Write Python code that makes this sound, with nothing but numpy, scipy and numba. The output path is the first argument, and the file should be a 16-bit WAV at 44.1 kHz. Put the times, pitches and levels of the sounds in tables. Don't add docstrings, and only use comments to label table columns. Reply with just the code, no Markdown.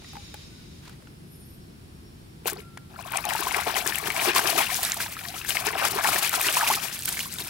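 import sys
import numpy as np
from scipy import signal
from scipy.fft import rfft, irfft, next_fast_len
from scipy.io import wavfile
from scipy.ndimage import map_coordinates
from numba import njit

SR = 44100
rng = np.random.default_rng(int(sys.argv[2]) if len(sys.argv) > 2 else 0)


def store_wav(level_fs):
    pcm = np.round(np.clip(np.atleast_2d(level_fs), -1, 1) * 32767)
    wavfile.write(sys.argv[1], SR, pcm.T.astype(np.int16))


N = 330309
CENTRED = [(1000, 0)]


# (time [s], level [dB])
PLUNGE_EVENTS = [(2.464, -41.5), (2.528, -47), (2.588, -45), (3.469, -39.5), (3.567, -35.5), (3.681, -32.5),
                 (3.784, -39), (3.873, -39), (4.076, -34.5), (4.276, -30), (4.374, -31.5), (4.471, -36),
                 (4.572, -27), (5.675, -37.5), (5.761, -34), (5.858, -35), (5.968, -31.5), (6.097, -38.5),
                 (6.155, -38), (6.236, -55), (6.365, -40), (6.47, -40), (6.568, -48), (6.725, -39),
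                 (7.404, -46)]
# (start [s], length [s], gurgle level [dB], spray level [dB])
SPLASH_EVENTS = [(2.474, 0.0073, -35, -32), (2.562, 0.041, -50, -52), (2.985, 0.045, -44, -58),
                 (3.144, 0.04, -30.5, -40.5), (3.247, 0.044, -38, -46), (3.298, 0.018, -35, -36.5),
                 (3.344, 0.043, -47, -30.5), (3.395, 0.022, -49, -36), (3.543, 0.055, -32, -34),
                 (3.674, 0.018, -27.5, -35), (3.768, 0.019, -32, -31.5), (3.87, 0.0082, -27.5, -29),
                 (3.948, 0.032, -42.5, -31), (4.057, 0.016, -33.5, -32), (4.168, 0.065, -36.5, -31),
                 (4.251, 0.042, -27, -30.5), (4.361, 0.027, -26, -26.5), (4.467, 0.032, -29, -29.5),
                 (4.581, 0.041, -29.5, -25), (4.7, 0.044, -40, -30), (4.835, 0.023, -43, -30),
                 (4.903, 0.028, -39, -37.5), (5.008, 0.029, -40.5, -37), (5.193, 0.022, -55, -51),
                 (5.25, 0.03, -59, -49), (5.34, 0.019, -60, -40.5), (5.49, 0.032, -39.5, -30),
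                 (5.549, 0.051, -37.5, -32.5), (5.658, 0.02, -36.5, -26), (5.783, 0.071, -27, -34),
                 (5.855, 0.017, -35, -26.5), (5.963, 0.035, -31.5, -34), (6.043, 0.044, -32, -27.5),
                 (6.121, 0.061, -32.5, -30.5), (6.229, 0.021, -36, -23.5), (6.338, 0.024, -28.5, -32),
                 (6.394, 0.017, -33, -55), (6.455, 0.039, -35, -25.5), (6.531, 0.11, -40, -28.5),
                 (6.602, 0.038, -30, -41), (6.674, 0.039, -33, -27.5), (6.725, 0.013, -51, -24),
                 (6.832, 0.041, -43, -29.5), (6.946, 0.028, -45, -43), (7.083, 0.033, -43, -35.5),
                 (7.122, 0.017, -43, -33), (7.175, 0.072, -55, -35.5), (7.388, 0.017, -51, -38.5),
                 (7.453, 0.022, -46, -37)]
# (time [s], gurgle level [dB], spray level [dB])
CHURN_LEVELS = [(2.9, -50, -65), (3.0, -51, -58), (3.08, -44.5, -47), (3.21, -40.5, -46.5),
                (3.31, -39.5, -43), (3.45, -36.5, -37), (3.97, -37.5, -44.5), (4.2, -32.5, -35.5),
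                (4.41, -36.5, -32.5), (4.79, -43, -33.5), (5.05, -49, -38), (5.29, -50.5, -39),
                (5.64, -41.5, -45), (5.98, -40.5, -34.5), (6.4, -44, -31.5), (6.58, -44, -29),
                (6.79, -43, -37.5), (6.88, -43, -36), (7.09, -69, -35.5), (7.49, -46, -42.5)]
# (frequency [Hz], density [dB per Hz])
THUMP_COLOUR = [(100, -43), (170, 8), (280, -1.5), (393, 5), (480, 1), (520, -10), (680, -44), (1140, -120)]
GURGLE_COLOUR = [(310, -42), (520, -15), (673, 3), (1100, 1.5), (1260, -1.5), (1700, -9), (2210, -32),
                 (3740, -120)]
SLOSH_COLOUR = [(760, -10.5), (1300, -2), (1600, 0.5), (2020, 0.5), (2450, 3), (2720, -0.5), (3490, -6),
                (4500, -9), (5850, -8), (9900, -120)]
SPRAY_COLOUR = [(2060, -3), (3500, 4), (4870, 2.5), (6560, 1.5), (11400, 2.5), (13400, 0.5), (15100, -5),
                (15700, -1), (16200, 4), (16500, -30)]
SLOSH_FROM_SPRAY, SLOSH_DB = 0.59, 0.5
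PLUNGE_S, THUMP_UNDER_GURGLE_DB = 0.011, 14.5


def stirred_water():
    t = np.arange(N) / SR
    gate, low_db, high_db = curves(CHURN_LEVELS)
    closed_db = -80 * (1 - gate)
    low_db, high_db = low_db + closed_db, high_db + closed_db
    start, length, gurgle_db, spray_db = np.transpose(SPLASH_EVENTS)
    plunge_s, plunge_db = np.transpose(PLUNGE_EVENTS)

    def between(low, high):
        return SLOSH_DB + low + SLOSH_FROM_SPRAY * (high - low)

    thump = surges(plunge_s, PLUNGE_S, plunge_db, (380, 700), low_db - THUMP_UNDER_GURGLE_DB)
    gurgle = surges(start, length, gurgle_db, (730, 350), low_db)
    slosh = surges(start, length, between(gurgle_db, spray_db), (1050, 274), between(low_db, high_db))
    spray = surges(start, length, spray_db, (1050, 320), high_db)
    wash = stirred(thump, lean("thump", t), THUMP_COLOUR, count=900, centre_hz=341, octaves=0.88,
                   cycles=7.7, uneven_db=3.0, grain_share=0.79, flutter_db=-1.5)
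    wash += stirred(gurgle, lean("gurgle", t), GURGLE_COLOUR, count=1700, centre_hz=894, octaves=1.8,
                    cycles=12.4, uneven_db=2.0, grain_share=0.61, flutter_db=2.5)
    wash += stirred(slosh, lean("slosh", t), SLOSH_COLOUR, count=3500, centre_hz=2400, octaves=2.126,
                    cycles=20.7, uneven_db=3.0, grain_share=0.53, flutter_db=1.5)
    wash += stirred(spray, lean("spray", t), SPRAY_COLOUR, count=12000, centre_hz=7660, octaves=2.54,
                    cycles=7.6, uneven_db=2.5, grain_share=0.48, flutter_db=2.0)
    return wash


# (time [s], relative level [dB], pitch [Hz])
SINGLE_BUBBLES = [(2.456, -23.5, 453), (2.524, -27, 399), (2.581, -43, 404), (4.265, -26, 406),
                  (2.457, -20.5, 787), (2.482, -20, 1415), (2.519, -31, 813), (2.561, -32, 720),
                  (2.773, -27, 1420), (2.906, -42, 840), (2.961, -29, 1340), (2.998, -29, 686),
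                  (3.075, -32, 1260), (3.118, -24, 830), (3.252, -17.5, 817), (3.351, -12.5, 876),
                  (3.453, -25, 870), (3.469, -11.5, 1005), (3.531, -22, 1460), (3.619, -24, 1370),
                  (3.668, -14.5, 670), (3.739, -23, 680), (3.757, -13, 770), (3.861, -23, 1090),
                  (3.999, -34, 1140), (4.047, -29, 1090), (4.146, -31, 1080), (4.165, -33, 780),
                  (4.235, -27, 972), (4.255, -20, 625), (4.362, -9.5, 1044), (4.39, -12, 961),
                  (4.445, -21, 674), (4.465, -21, 1080), (4.528, -17, 670), (4.555, -16, 730),
                  (4.59, -20, 867), (4.693, -22, 1016), (4.79, -21.5, 742), (4.829, -26, 702),
                  (4.975, -28, 663), (5.005, -25, 1460), (5.062, -26, 865), (5.167, -23, 1294),
                  (5.34, -30, 730), (5.363, -24, 1290), (5.411, -34, 1190), (5.553, -22.5, 754),
                  (5.65, -25, 740), (5.667, -14.5, 918), (5.705, -20, 1060), (5.754, -16, 740),
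                  (5.849, -20, 1430), (5.982, -19, 1140), (6.038, -20, 1510), (6.142, -18, 1070),
                  (6.16, -17, 697), (6.224, -19, 1260), (6.316, -23, 1370), (6.34, -13, 1330),
                  (6.393, -20, 697), (6.462, -20, 960), (6.569, -8.5, 970), (6.609, -13, 1450),
                  (6.702, -24, 888), (7.079, -21, 1490), (7.164, -33, 1090), (7.257, -27.5, 1060),
                  (2.4572, -24, 2580), (2.4811, -19, 1620), (2.774, -28, 2160), (3.1187, -26, 2310),
                  (3.1352, -20, 2430), (3.1576, -16, 2420), (3.2414, -21, 2450), (3.2903, -17, 3080),
                  (3.3068, -14.5, 1910), (3.5098, -16, 2170), (3.5457, -19, 1480), (3.6724, -19, 2300),
                  (3.7572, -22, 1820), (3.7647, -14, 1950), (3.861, -15, 1650), (3.9229, -16, 1740),
                  (3.9987, -22, 2210), (4.071, -21, 1740), (4.103, -9.5, 2240), (4.1643, -13, 2270),
                  (4.1943, -11, 2310), (4.2137, -14.5, 2290), (4.2566, -15, 2300), (4.3624, -14, 1550),
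                  (4.3923, -14.5, 1525), (4.4447, -24, 2360), (4.4562, -17, 1750), (4.4781, -19, 2590),
                  (4.5784, -20, 3670), (4.5948, -14, 2390), (4.6063, -12, 2160), (4.7021, -16, 2210),
                  (4.8508, -12.5, 3810), (4.9191, -23, 1550), (5.0024, -18, 1550), (5.1261, -28, 2510),
                  (5.191, -22.5, 2330), (5.2518, -21.5, 1800), (5.2858, -21, 3890), (5.4145, -22, 2620),
                  (5.4479, -21, 1730), (5.4928, -23, 2230), (5.5053, -9.5, 2960), (5.5696, -9, 2160),
                  (5.7527, -21, 1590), (5.8335, -17, 2600), (5.8505, -15, 1640), (6.0096, -16.5, 1620),
                  (6.0445, -10.5, 1680), (6.073, -14, 2370), (6.1603, -12, 1770), (6.2481, -13, 2500),
                  (6.3404, -17.5, 1790), (6.4092, -12, 2440), (6.4855, -6, 2820), (6.5539, -15, 2440),
                  (6.6088, -13, 1690), (6.6676, -15, 2380), (6.7479, -14, 3570), (6.8268, -27, 1940),
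                  (7.0797, -19.5, 2280), (7.171, -16.5, 2050), (7.1919, -20, 2230), (7.2044, -16, 2900),
                  (7.3855, -17, 3750), (7.4214, -20, 3700)]
# (time [s], pitch [Hz], relative level [dB])
GLOOP_CURVES = [
    [(5.24, 698, -54), (5.27, 690, -52), (5.3, 706, -43), (5.32, 865, -52), (5.335, 970, -60)],
    [(6.698, 756.5, -60), (6.702, 780, -18), (6.71, 957, -26.5), (6.718, 1170, -25), (6.726, 1280, -52)],
    [(4.712, 700, -59), (4.72, 713, -35), (4.733, 790, -36), (4.742, 815, -58)],
]
RING_S, RING_POWER = 0.033, 0.93


def bubbles():
    s, db, hz = np.transpose(SINGLE_BUBBLES)
    t60 = RING_S * (1000 / hz) ** RING_POWER
    pan_db = np.where(hz < 1500, lean("gurgle", s), lean("slosh", s))
    rise = 1.8 * t60
    ring = rings(s, db - 2.5, hz, t60, pan_db, rise, soft=0.46, scatter=1.0)
    neck = cracks(s, db - 7.5, 1.38 * hz, 5 / hz, pan_db, octaves=2.3, lasting=.001, soft=0.84, count=3)
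    neighbours = cracks(s, db - 13.0, 1.128 * hz, 0.8 * t60, pan_db, octaves=0.91, lasting=18 / hz,
                        soft=0.37, count=3)
    gloops = sum(tone(gloop, throb_db=-2.5, rate=75) for gloop in GLOOP_CURVES) * sides(np.array([2.5]))
    return above(ring + neighbours, edge_hz=250) + above(neck, edge_hz=360) + gloops


# (time [s], relative level [dB], centre [Hz])
DROP_SNAPS = [(2.4517, -36, 11100), (2.4734, -16.5, 8950), (2.532, -17.5, 12600), (3.0249, -34, 11200),
              (3.107, -32, 11000), (3.1216, -14, 12400), (3.1682, -17, 7640), (3.172, -9, 8300),
              (3.2526, -14.5, 9900), (3.2897, -19, 10700), (3.3362, -13, 9100), (3.3572, -16, 12100),
              (3.408, -14, 11600), (3.434, -17, 7290), (3.5242, -16.5, 7290), (3.5672, -12, 11500),
              (3.6026, -20.5, 11300), (3.8665, -12, 12700), (3.875, -10.5, 7910), (3.9564, -12, 9210),
              (3.9851, -12, 8800), (4.1028, -20, 6520), (4.1648, -23, 6160), (4.2646, -19, 5300),
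              (4.3329, -22, 5220), (4.3496, -10, 5410), (4.3828, -7, 8970), (4.474, -11, 7300),
              (4.5644, -18, 5010), (4.744, -9, 8100), (4.7687, -16, 9560), (4.8143, -20, 12700),
              (4.8312, -9, 11200), (4.8498, -8.5, 8000), (4.8982, -13, 12600), (4.9193, -8.5, 5800),
              (4.943, -12.5, 11900), (4.9725, -19, 7710), (5.2858, -23, 5080), (5.4938, -10.5, 11000),
              (5.6514, -13, 12800), (5.6682, -11, 7050), (5.8515, -9.5, 7900), (5.8833, -14.5, 10500),
              (6.0246, -21, 9980), (6.0381, -17, 7370), (6.1443, -10, 11500), (6.2457, -13.5, 10200),
              (6.2755, -14, 7040), (6.294, -9.5, 8770), (6.3294, -14.5, 8580), (6.3553, -16, 8450),
              (6.4135, -7, 10500), (6.4314, -18, 10700), (6.4683, -12, 5010), (6.526, -11, 11300),
              (6.5933, -17, 7350), (6.6177, -20, 12200), (6.6823, -16, 8880), (6.7015, -14.5, 7740),
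              (6.738, -13, 5220), (6.946, -18, 7670), (6.9909, -13.5, 11400), (7.0225, -16, 6330),
              (7.0565, -9.5, 12500), (7.09, -9, 10700), (7.126, -11, 6460), (7.1805, -28, 5010),
              (7.1923, -16, 5420), (7.339, -19.5, 8500), (7.385, -22, 10600), (7.4716, -18, 12600)]


def drops():
    s, db, hz = np.transpose(DROP_SNAPS)
    snaps = cracks(s, db - 11, hz, 0.0056, lean("spray", s), octaves=1.3, lasting=.0008, soft=0.37, count=12)
    slaps = cracks(s, db - 14, 2800, 0.0027, lean("spray", s), octaves=1.3, lasting=.001, soft=.3, count=3)
    return above(snaps, edge_hz=2900) + above(slaps, edge_hz=1200)


def water():
    return above(stirred_water() + bubbles() + drops(), edge_hz=186)


# (time [s], relative level [dB])
PLASTIC_KNOCKS = [(2.4573, -22), (2.7741, -13.5), (3.1577, -15), (3.5458, -9), (3.6684, -13), (3.7564, -14),
                  (3.8606, -17), (4.1031, -13), (4.1639, -17), (5.006, -10), (5.5054, -11), (5.5692, -10),
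                  (5.7528, -26), (5.8491, -17), (6.0384, -18), (6.0447, -8), (6.1599, -7), (6.3405, -8),
                  (7.1921, -17), (7.3851, -22)]
KNOCK_HZ, KNOCK_T60_S, TICK_HZ, TICK_DB = 2100, 0.0049, 7930, -23.5


def knocks():
    s, db = np.transpose(PLASTIC_KNOCKS)
    click = cracks(s, db - 7.5, KNOCK_HZ, KNOCK_T60_S, lean("slosh", s), octaves=1.0, lasting=0.00027,
                   soft=0.19, count=2)
    tick = cracks(s, db + TICK_DB, TICK_HZ, KNOCK_T60_S, lean("spray", s), octaves=1.65, lasting=.002,
                  soft=0.38, count=6)
    return above(click + tick, edge_hz=460)


# (time [s], relative level of the hollow body [dB], pitch [Hz], t60 [s],
# left over right [dB], relative level of the tick [dB])
TOY_TOUCHES = [(0.019, -42.5, 872, 0.043, 1, -64), (0.045, -41.5, 1920, 0.029, 8, -64),
               (0.087, -55, 1920, 0.04, 7, -49), (0.133, -41, 800, 0.074, 2, -44),
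               (0.154, -35.5, 890, 0.062, 7, -51), (0.167, -35, 813, 0.1, 2.5, -51),
               (0.299, -59, 2020, 0.04, 7, -58), (0.342, -32, 846, 0.04, 10, -37.5),
               (0.854, -48, 1620, 0.036, -1.0, -53), (0.895, -43.5, 1480, 0.029, 3, -45),
               (0.933, -52, 1930, 0.037, 3, -56), (1.024, -49, 603, 0.035, 4, -58),
               (1.072, -42.5, 1450, 0.025, 3, -66)]
# (time [s], relative level [dB])
RUSTLE_LEVELS = [(0.82, -60), (0.894, -47), (0.978, -65), (1.064, -61), (1.076, -55), (1.088, -74),
                 (1.1, -70)]


def toys():
    s, db, hz, t60, pan_db, tick_db = np.transpose(TOY_TOUCHES)
    body = rings(s, db, hz, t60, pan_db, rise=0, soft=0.89, scatter=.3)
    t = np.arange(SR // 20) / SR
    blows = np.zeros((2, N))
    blows[:, np.round(s * SR).astype(int)] = amp([db - 3.5, tick_db + 1.5])
    decays = amp(-60 * t / np.array([[.03], [.02]]))
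    knock, tick = signal.fftconvolve(blows, decays, axes=1)[:, :N]

    def noise(hz, alike):
        gain = lambda f: 1 / (1 + (np.log2((f + 1) / hz) / 1.75) ** 4)
        return spread(rng.standard_normal((2, N)), gain, [(1000, alike)], CENTRED)

    gate, rustle_db = curves(RUSTLE_LEVELS)
    rustle = gate * amp(rustle_db - 3.5 + 3.4 * wobble(150)) * noise(1700, 0.34)
    return body + knock * noise(900, 0.48) + tick * noise(6100, 0.19) + rustle


# (time [s], level [dB] before a slow wobble)
WHIRR_LEVELS = [(0.0, -48.5), (0.156, -47), (0.33, -49.5), (0.62, -54), (0.848, -58), (1.058, -71),
                (1.2, -76)]
# (frequency [Hz], density [dB per Hz])
WHIRR_COLOUR = [(530, -42), (900, -7), (1650, -8), (1770, -6), (2310, -1), (4390, -3), (5310, -7),
                (7410, -13.5), (12400, -21.5), (15500, -29)]
# (centre [Hz], half width [Hz], lift over the broad colour [dB])
WHIRR_RESONANCES = [(2320, 60, 1), (3680, 53, 9), (3930, 100, 9), (4820, 74, 10), (5200, 52, 13),
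                    (5440, 28, 16), (6170, 61, 16), (6940, 100, 15), (8090, 80, 11), (9230, 91, 14),
                    (10600, 100, 9), (11900, 200, 8)]


def whirr():
    gate, db = curves(WHIRR_LEVELS)
    bands = lambda f: sum(lift / (1 + ((f - c) / w) ** 2) for c, w, lift in WHIRR_RESONANCES)
    gain = lambda f: amp(along(WHIRR_COLOUR, f) + bands(f))
    hiss = spread(rng.standard_normal((2, N)), gain, [(1000, 0.076)], CENTRED)
    return gate * amp(db + 1.5 * wobble(11.8)) * hiss


# (time [s], relative level of the low band [dB], of the high band [dB])
BUZZ_LEVELS = [(1.15, -86, -80), (1.178, -85, -88), (1.278, -80, -67), (1.332, -62, -57), (1.442, -55, -62),
               (1.538, -61, -59), (1.586, -70, -69), (1.672, -76, -88), (1.68, -86, -87)]


def buzzing_insect():
    gate, low_db, high_db = curves(BUZZ_LEVELS)

    def part(hz, drift_hz):
        stutter = unit(amp(4.3 * wobble(55.1)))
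        pitch = hz + drift_hz * (wobble(14) + wobble(120))
        return stutter * np.sin(2 * np.pi * np.cumsum(pitch) / SR)

    high = part(12000, 90) + part(11450, 170) + .6 * part(11050, 150)
    buzz = amp(low_db + 1.0) * part(9440, 60) + amp(high_db - 1.5) * high
    return gate * buzz * sides(np.array([1.2]))


# (time [s], pitch [Hz], relative level [dB])
CRICKET_CURVE = [(.95, 5080, -80), (1.04, 5110, -70), (1.2, 5230, -76), (1.45, 5390, -71), (1.7, 5440, -71),
                 (1.87, 5470, -80), (2., 5520, -67), (2.15, 5470, -74), (2.45, 5620, -75)]


def cricket():
    return tone(CRICKET_CURVE, throb_db=4.0, rate=37) * sides(np.array([2.]))


# (time [s], pitch [Hz], relative level [dB])
BIRD_NOTES = [
    [(.48, 1480, -82), (.53, 1486, -68), (.62, 1470, -70), (.7, 1480, -80)],
    [(2.57, 1375, -56), (2.61, 1354, -69), (2.64, 1378, -57), (2.74, 1345, -58), (2.77, 1365, -60),
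     (2.82, 1380, -63), (2.9, 1330, -71)],
]


def far_bird():
    return sum(tone(note, throb_db=3.0, rate=34) for note in BIRD_NOTES) * sides(np.array([1.5]))


def insect_chorus():
    band = lambda f: 1 / (1 + ((f - 9700) / 350) ** 2)
    chorus = spread(rng.standard_normal((2, N)), band, [(1000, 0.33)], CENTRED)
    return amp(-71.0 + 1.4 * wobble(4.8)) * chorus


# (frequency [Hz], density [dB per Hz])
TRAFFIC_COLOUR = [(12, -50), (20, -20), (54, -6.5), (77, -4), (103, -5), (149, -3.5), (232, -8.5),
                  (268, -12), (341, -11.5), (433, -18), (900, -36.5), (1170, -55), (1980, -120)]
# (time [s], relative level [dB])
TRAFFIC_LEVELS = [(0.0, -48.5), (0.64, -47.5), (1.0, -48.5), (1.4, -48.5), (3.32, -49), (3.67, -48),
                  (5.11, -48.5), (6.09, -47.5), (6.44, -51.5), (7.13, -48), (7.49, -48)]
# (frequency [Hz], correlation [-1 to 1])
DISTANT_ALIKE = [(60, 0.96), (180, 0.9), (400, 0.26), (800, -0.56), (1650, -0.35), (5000, 0.11),
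                 (15000, 0.011)]


def traffic():
    gain = lambda f: amp(along(TRAFFIC_COLOUR, f))
    hum = spread(rng.standard_normal((2, N)), gain, DISTANT_ALIKE, [(60, 0.029), (400, -0.097)])
    return amp(curves(TRAFFIC_LEVELS)[1] + 1.5) * sides(np.array([.8])) * hum


# (frequency [Hz], density [dB per Hz])
AIR_COLOUR = [(410, -16), (700, -1.5), (1010, -4), (1640, -6), (1800, -7), (2190, -7.5), (5190, -9.5),
              (5610, -11.5), (5920, -15), (8990, -14), (9990, -15), (11500, -14.5), (16000, -20)]
AIR_DB = -56.5


def air():
    gain = lambda f: amp(along(AIR_COLOUR, f))
    return amp(AIR_DB) * spread(rng.standard_normal((2, N)), gain, DISTANT_ALIKE, CENTRED)


# (time [s], left over right [dB] before each layer's share)
HAND_SIDE = [(2.45, 9.5), (2.74, 9), (2.91, 12), (3.04, 14), (4.12, 10.5), (4.23, 6.5), (4.26, 11),
             (4.43, 7.5), (4.48, 12), (4.67, 6.5), (4.74, 8.5), (4.86, 0.0), (5.33, 7.5), (5.79, 10),
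             (6.77, 2.0), (6.84, 12.5), (6.97, 0.5), (7.25, 1.0), (7.32, 5.5), (7.49, 3)]
LAYER_SHARE = {"thump": .15, "gurgle": 0.39, "slosh": 0.89, "spray": 1.11}


def lean(layer, s):
    return LAYER_SHARE[layer] * np.interp(s, *np.transpose(HAND_SIDE))


def surges(s, length, db, slopes, calm_db):
    t = np.arange(0, N / SR + .01, .002)[:, None]
    rising = slopes[0] * np.clip(s - t, 0, None)
    falling = slopes[1] * np.clip(t - s - length, 0, None)
    events = np.sum(amp(db - rising - falling) ** 2, axis=1)
    power = np.interp(np.arange(N) / SR, t[:, 0], events)
    return 10 * np.log10(power + amp(calm_db) ** 2)


# (frequency [Hz], correlation [-1 to 1])
WATER_ALIKE = [(200, 0.89), (900, 0.99), (2000, 0.69), (4000, 0.13), (15000, 0.52)]
# (frequency [Hz], lead [rad])
WATER_LEAD = [(100, 0.95), (430, -1.28), (1100, -1.19), (2300, -0.77), (3500, -0.65)]


def stirred(db, pan_db, colour, count, centre_hz, octaves, cycles, uneven_db, grain_share, flutter_db):
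    draw = rng.random((count, 5))
    hz = centre_hz * 2 ** (octaves * (draw[:, 1] - .5))
    size_db = -uneven_db * np.log(draw[:, 2] + 0.026)
    t60 = cycles * 2 ** (3.3 * (draw[:, 4] - .5)) / hz
    grain_pan_db = 15.0 * hz / (hz + 1500) * (draw[:, 3] - .5)
    grains = rings(draw[:, 0] * N / SR, size_db, hz, t60, grain_pan_db, rise=0.26, soft=0.29, scatter=1.33)
    grains = unit(filtered(grains, lambda f: amp(along(colour, f)) * f ** 1.28))
    rush = spread(rng.standard_normal((2, N)), lambda f: amp(along(colour, f)), WATER_ALIKE, WATER_LEAD)
    share = np.clip(grain_share - 0.026 * (db + 32.5), 0, .97)
    flutter = amp(flutter_db * (wobble(30) + 1.17 * wobble(90)))
    mix = np.sqrt(share) * grains + np.sqrt(1 - share) * rush
    return amp(db) * sides(pan_db) * unit(flutter) * mix


def rings(s, db, hz, t60, pan_db, rise, soft, scatter):
    out = np.zeros((2, N))
    hz = np.minimum(hz, .45 * SR)
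    shift = along(WATER_LEAD, hz) + scatter * hz / (hz + 2200) * rng.standard_normal(len(s))
    start = np.round(s * SR).astype(np.int64)
    attack = np.abs(soft) * SR / hz + 1e-3
    add(out, start, hz / SR, np.abs(t60) * SR, rise + 0 * s, attack, amp(db) * sides(pan_db), shift)
    return out


@njit
def add(out, start, hz, t60, rise, attack, gains, shift):
    for k in range(len(start)):
        for i in range(min(int(t60[k]), out.shape[1] - start[k])):
            u = i / t60[k]
            size = np.exp(-np.log(1000) * u) * (1 - np.exp(-(i + 1) / attack[k]))
            angle = 2 * np.pi * hz[k] * i * (1 + rise[k] * u)
            out[0, start[k] + i] += gains[0, k] * size * np.sin(angle + shift[k] / 2)
            out[1, start[k] + i] += gains[1, k] * size * np.sin(angle - shift[k] / 2)


def cracks(s, db, hz, t60, pan_db, octaves, lasting, soft, count):
    draw = rng.random((len(s), count, 3)) - .5
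    late, louder, higher = draw[..., 0].ravel() + .5, draw[..., 1].ravel(), draw[..., 2].ravel()
    each = lambda v: np.repeat(v + 0 * s, count)
    return rings(each(s) + each(lasting) * late, each(db) + 6 * louder, each(hz) * 2 ** (octaves * higher),
                 each(t60), each(pan_db), rise=0.12, soft=soft, scatter=1.0)


def tone(rows, throb_db, rate):
    gate, hz, db = curves(rows)
    phase = 2 * np.pi * np.cumsum(hz) / SR + 0.46 * wobble(60)
    return gate * amp(db + 2.5 + throb_db * wobble(rate)) * np.sin(phase)


def spread(pair, gain, alike, lead):
    turn = lambda hz: np.arccos(np.clip(along(alike, hz), -1, 1)) / 2
    mid, side = filtered(pair, lambda hz: gain(hz) * [np.cos(turn(hz)), np.sin(turn(hz))])
    half_lead = lambda hz: np.exp(.5j * along(lead, hz) * np.array([[1], [-1]]))
    return unit(filtered(np.array([mid + side, mid - side]), half_lead))


def above(x, edge_hz):
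    return filtered(x, lambda f: f ** 4 / (f ** 4 + edge_hz ** 4))


def filtered(x, response):
    m = next_fast_len(N + 8192)
    return irfft(rfft(x, m) * response(np.fft.rfftfreq(m, 1 / SR)), m)[..., :N]


def wobble(rate):
    return map_coordinates(rng.standard_normal(int(N * rate / SR) + 4), [np.arange(N) * rate / SR])


def curves(rows):
    s, *cols = np.transpose(rows)
    t = np.arange(N) / SR
    gate = np.clip(np.minimum(t - s[0], s[-1] - t) / 0.015 + 1, 0, 1)
    return [gate] + [np.interp(t, s, c) for c in cols]


def along(points, hz):
    f, v = np.transpose(points)
    return np.interp(np.log(hz + 1), np.log(f + 1), v)


def sides(pan_db):
    ratio = amp(pan_db)
    return 2 * np.array([ratio, np.ones_like(ratio)]) / (1 + ratio)


def unit(x):
    return x / np.sqrt(np.mean(x ** 2) + 1e-20)


def amp(db):
    return 10 ** (np.asarray(db) / 20)


def scene():
    near = water() + knocks() + toys() + whirr()
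    wildlife = buzzing_insect() + cricket() + far_bird() + insect_chorus()
    return near + wildlife + traffic() + air()


def record(dry):
    return filtered(dry, lambda hz: np.clip((16200 - hz) / 500, 0, 1) ** 2)


dry = scene()
out = record(dry)
store_wav(out)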